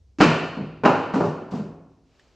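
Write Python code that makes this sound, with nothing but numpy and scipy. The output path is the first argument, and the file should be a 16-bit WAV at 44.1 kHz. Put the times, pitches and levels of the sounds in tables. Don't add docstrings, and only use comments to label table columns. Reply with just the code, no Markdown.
import sys
import numpy as np
from scipy import signal
from scipy.fft import rfft, irfft, next_fast_len
from scipy.io import wavfile

SR = 44100
rng = np.random.default_rng(int(sys.argv[2]) if len(sys.argv) > 2 else 0)


def wav_out(sig):
    wavfile.write(sys.argv[1], SR, np.round(np.clip(np.atleast_2d(sig).T, -1, 1) * 32767).astype(np.int16))


N = 103635

# pitch_hz, level_db
ROOM_NOISE_TONE = [(20, -21), (60, -3.5), (200, -14.5), (500, -22.5), (1500, -38.5), (6000, -35.5),
                   (10000, -52), (16000, -65)]
# pitch_hz, level_db
RUMBLE_TONE = [(20, -22), (40, -13), (58, 7.5), (95, -9.5), (160, -27), (500, -52), (3000, -100.5)]
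# time_s, level_db
RUMBLE_LEVELS = [(0, -51), (.18, -63.5), (.6, -57.5), (1.15, -65.5), (1.6, -62), (2.35, -72)]
# pitch_hz, ring_s
ROOM_ECHO = [(60, 1.2), (180, 0.83), (450, 0.85), (1100, .88), (2700, 0.91), (5500, 0.85), (12000, 0.41)]
# pitch_hz, level_db
STEREO_WIDTH = [(60, -53.5), (170, -48.5), (300, -31), (430, -21.5), (650, -12), (1200, -20.5), (2400, -18),
                (5000, -10.5), (14000, -16.5)]
# start_s, rise_s, fall_s, level_db
SCUFFS = [(1.135, 0.014, .1, -41.5), (1.23, 0.032, 0.052, -51), (1.506, 0.01, 0.068, -48),
          (1.548, .008, 0.079, -52), (1.89, 0.035, 0.12, -77), (2.03, 0.18, 0.38, -63)]
# pitch_hz, level_db
SCUFF_TONE = [(100, -5.5), (400, 10), (1000, 1.5), (2000, -2.5), (2800, -0.5), (3500, -5), (4500, -3.5),
              (7500, -12), (10000, -35.5), (12000, -28), (14000, -38.5)]
# pitch_hz, level_db
LIFT_TONE = [(300, -9.5), (1200, -7.5), (1850, 15.5), (2300, -7.5), (2900, 1), (5000, -8.5), (7500, -5.5),
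             (11000, -40)]
# pitch_hz, level_db, ring_s
METAL_NOTES = [(1480, 0.5, .7), (1875, -5.5, 1), (2280, -5, 1), (2358, -1.5, .8), (2437, -1.5, .8),
               (2697, 3.5, 0.92), (2855, -0.5, 0.75), (2929, -3, 0.77), (3951, -10.5, .5),
               (4310, -8.5, 0.95), (4960, -12, 0.31), (8441, -14.5, .42)]
# pitch_hz, level_db, ring_s
BLOCK_NOTES = [(818, -3.5, .6), (907, -2, 0.44), (1002, -3, .65), (1061, 1, .4), (1308, -5, .5),
               (1493, -2.5, 0.72), (1701, -11, .55), (2780, -16.5, .6), (3903, -22, 0.69),
               (9130, -43, 0.32)]
# pitch_hz, level_db, ring_s
BENCH_NOTES = [(160.4, -2.5, 0.72), (192.8, -6, 0.56), (270.6, -4, 1), (310.7, -1, 0.15), (404, -4.5, 0.4),
               (584, -1.5, 0.45), (930, -15.5, 0.39), (972, -8, 0.42), (1187, -10.5, .55), (1420, -20, .6)]
# pitch_hz, level_db
WOOD_TONE = [(25, -44.5), (75, -17), (110, 0.5), (160, 0.5), (280, 6.5), (480, 5), (640, 2), (1050, 0.5),
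             (1450, -2), (1950, -11.5), (2700, -11), (3400, -21.5), (4500, -20.5), (7000, -28),
             (8600, -45.5), (10200, -66), (12000, -49), (16000, -74)]
# start_s, bass_db, middle_db, treble_db, top_db, thud_hz, thud_db
CONTACTS = [(0.186, -19.5, -27, -21, -15, 305, -18.5), (0.203, -2, -15.5, -2, -7.5, 196, -11.5),
            (0.206, -3, 0.5, -2.5, -4.5, 299.4, -11.5), (0.211, -3.5, -3.5, 4, 2.5, 392, -15),
            (0.236, -12, -13.5, -0.5, -5, 298, -16), (0.259, -9, -18.5, -33, -29, 163.4, -12),
            (0.284, -8.5, -30, -8.5, -24.5, 158, -16.5), (0.569, -11.5, -29, -34, -50, 279.5, -32),
            (0.589, -18, -28, -52, -47.5, 197.9, -21), (0.622, -20.5, -40, -64.5, -51.5, 148.9, -22.5),
            (0.836, -5.5, -8.5, -16, -20, 262, -14.5), (0.851, -12.5, -3, -1.5, -11.5, 216, -20),
            (0.856, -11, 2.5, -9, -7, 242.5, -9.5), (0.893, -7, -10, -16, -29, 264, -14),
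            (1.138, -13.5, -11.5, -16, -18.5, 201.3, -13.5), (1.157, -10, -13, -35.5, -20, 268.4, -15.5),
            (1.205, -7, -9, -21, -20, 169.3, -12), (1.241, -19, -15.5, -29.5, -32, 413.6, -19),
            (1.280, -29, -18, -40.5, -37, 149.6, -20.5), (1.412, -26, -43, -48, -48, 370, -35),
            (1.519, -17.5, -26.5, -42.5, -32.5, 196, -23.5),
            (1.536, -11.5, -22.5, -39.5, -46.5, 234.7, -20), (1.589, -17, -28, -37, -52.5, 212.5, -20.5),
            (1.661, -25, -49, -42.5, -51.5, 213, -30.5)]
# bass_hz, middle_hz, treble_hz, top_hz
CONTACT_BANDS_HZ = (220, 900, 2600, 6000)

ROOM_NOISE_DB, ROOM_NOISE_WIDTH = -66.5, .3
LIFT_START_S, LIFT_DB, LIFT_RING_S = 2.196, -54, .055
METAL_START_S, METAL_DB, BLOCK_START_S, BLOCK_DB = .208, -34.5, .854, -25
SHUDDER_START_S, SHUDDER_HZ, SHUDDER_DB = .2, 28, -32.5
RIPPLE_DB, RIPPLE_SPACING_HZ, RIPPLE_FULL_HZ = 3, 45, 2486
CLICK_DB, CRACK_DB, ECHO_DB, BENCH_DB = 18, 27.5, 27, -23
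CRACK_GRAININESS, NOTE_SCATTER_DB = 0.94, 4.5
TOP_HZ = 15800


def gain(db):
    return 10 ** (np.asarray(db) / 20)


def look_up(points, hz):
    p = np.array(points, float)
    return np.interp(np.log(np.maximum(hz, 1)), np.log(p[:, 0]), p[:, 1])


def shape_tone(x, points, size=4096):
    cepstrum = irfft(np.log(gain(look_up(points, np.fft.rfftfreq(size, 1 / SR)))))
    cepstrum[1:size // 2] *= 2
    cepstrum[size // 2 + 1:] = 0
    response = irfft(np.exp(rfft(cepstrum)))[:size // 2]
    return signal.fftconvolve(x, response[None], axes=1)[:, :x.shape[1]]


def fade(t, ring_s):
    return np.exp(-np.log(1000) * t / ring_s)


def rise(t, rise_s):
    return 1 - np.exp(-t / rise_s)


def noise():
    return rng.standard_normal((2, N))


def set_level(x, db):
    return x * gain(db) / np.sqrt(np.mean(x ** 2))


def background(t):
    rumble = set_level(shape_tone(noise(), RUMBLE_TONE), 0)[0]
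    rumble *= gain(np.interp(t, *np.array(RUMBLE_LEVELS).T))
    mid, side = set_level(shape_tone(noise(), ROOM_NOISE_TONE), ROOM_NOISE_DB)
    return rumble + mid + ROOM_NOISE_WIDTH * np.array([side, -side])


def echo_bands():
    size = next_fast_len(N)
    hz = np.fft.rfftfreq(size, 1 / SR)
    spectrum = rfft(rng.standard_normal((2, size)))
    steps_hz = np.arange(0, SR / 2, RIPPLE_SPACING_HZ)
    ripple = np.interp(hz, steps_hz, rng.standard_normal(len(steps_hz)))
    spectrum *= gain(RIPPLE_DB * ripple * np.minimum(hz / RIPPLE_FULL_HZ, 1))
    edges_hz = np.r_[0, np.geomspace(100, 9000, 9), SR]
    return [(irfft(spectrum * ((hz >= low) & (hz < high)), size), look_up(ROOM_ECHO, (low + high) / 2))
            for low, high in zip(edges_hz, edges_hz[1:])]


def room_echo(t, bands):
    shift = rng.integers(N)
    tail = sum(np.roll(band, shift, axis=1)[:, :len(t)] * fade(t, ring_s) for band, ring_s in bands)
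    return gain(ECHO_DB) * tail * rise(t, rise_s=0.015) / np.sqrt(SR / 20)


def lift_tick(t):
    hiss = set_level(shape_tone(noise(), LIFT_TONE), LIFT_DB)
    return hiss * (t >= LIFT_START_S) * fade(np.maximum(t - LIFT_START_S, 0), LIFT_RING_S)


def scuffs(t):
    loudness = np.zeros(N)
    for start_s, rise_s, fall_s, db in SCUFFS:
        swell = np.clip((t - start_s) / rise_s, 0, 1)
        loudness += gain(db) * swell * np.exp(-np.maximum(t - start_s - rise_s, 0) / fall_s)
    return loudness * set_level(shape_tone(noise(), SCUFF_TONE), 0)


def bench_shudder(t):
    age = np.maximum(t - SHUDDER_START_S, 0)
    return gain(SHUDDER_DB) * np.sin(2 * np.pi * SHUDDER_HZ * age) * fade(age, ring_s=.35)


def ring(t, notes, rise_s):
    chance = rng.standard_normal((len(notes), 2))
    out = np.zeros(len(t))
    for (hz, db, ring_s), (scatter, phase) in zip(notes, chance):
        wave = np.sin(2 * np.pi * (hz * t + phase))
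        out += gain(db + NOTE_SCATTER_DB * scatter) * fade(t, ring_s) * wave
    return out * rise(t, rise_s)


def loose_object(t, start_s, notes):
    age = np.maximum(t - start_s, 0)
    return np.array([ring(age, notes, rise_s=.004) for _ in range(2)])


def thud(t, hz, db):
    return gain(db) * np.sin(2 * np.pi * hz * t) * fade(t, ring_s=0.19) * rise(t, rise_s=0.0029)


def wood_crack(t):
    grains = noise() * np.exp(CRACK_GRAININESS * rng.standard_normal(N))
    burst = grains[:, :len(t)] * fade(t, ring_s=0.15) * rise(t, rise_s=.0015)
    crack = gain(CRACK_DB) * burst / np.sqrt(np.sum(burst[0] ** 2))
    crack[0, 0] += gain(CLICK_DB)
    return crack


def knocks():
    out, bands = np.zeros((2, N)), echo_bands()
    for start_s, *tone_db, thud_hz, thud_db in CONTACTS:
        start = int(start_s * SR)
        t = np.arange(min(N - start, int(1.1 * SR))) / SR
        wood = shape_tone(wood_crack(t) + room_echo(t, bands), WOOD_TONE)
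        bench = gain(BENCH_DB) * ring(t, BENCH_NOTES, rise_s=0.0024)
        contact = shape_tone(wood + bench, list(zip(CONTACT_BANDS_HZ, tone_db)))
        contact[0] += thud(t, thud_hz, thud_db)
        out[:, start:start + len(t)] += contact
    return out


def scene():
    t = np.arange(N) / SR
    metal = gain(METAL_DB) * loose_object(t, METAL_START_S, METAL_NOTES)
    block = gain(BLOCK_DB) * loose_object(t, BLOCK_START_S, BLOCK_NOTES)
    mid, side = knocks() + metal + block + scuffs(t) + lift_tick(t)
    side = shape_tone(side[None], STEREO_WIDTH)[0]
    return np.array([mid + side, mid - side]) + bench_shudder(t) + background(t)


def record(dry):
    rounded = dry / (1 + (dry / .95) ** 6) ** (1 / 6)
    treble_cut = signal.ellip(8, .2, 70, TOP_HZ, fs=SR, output="sos")
    return signal.sosfilt(treble_cut, rounded)


dry = scene()
out = record(dry)
wav_out(out)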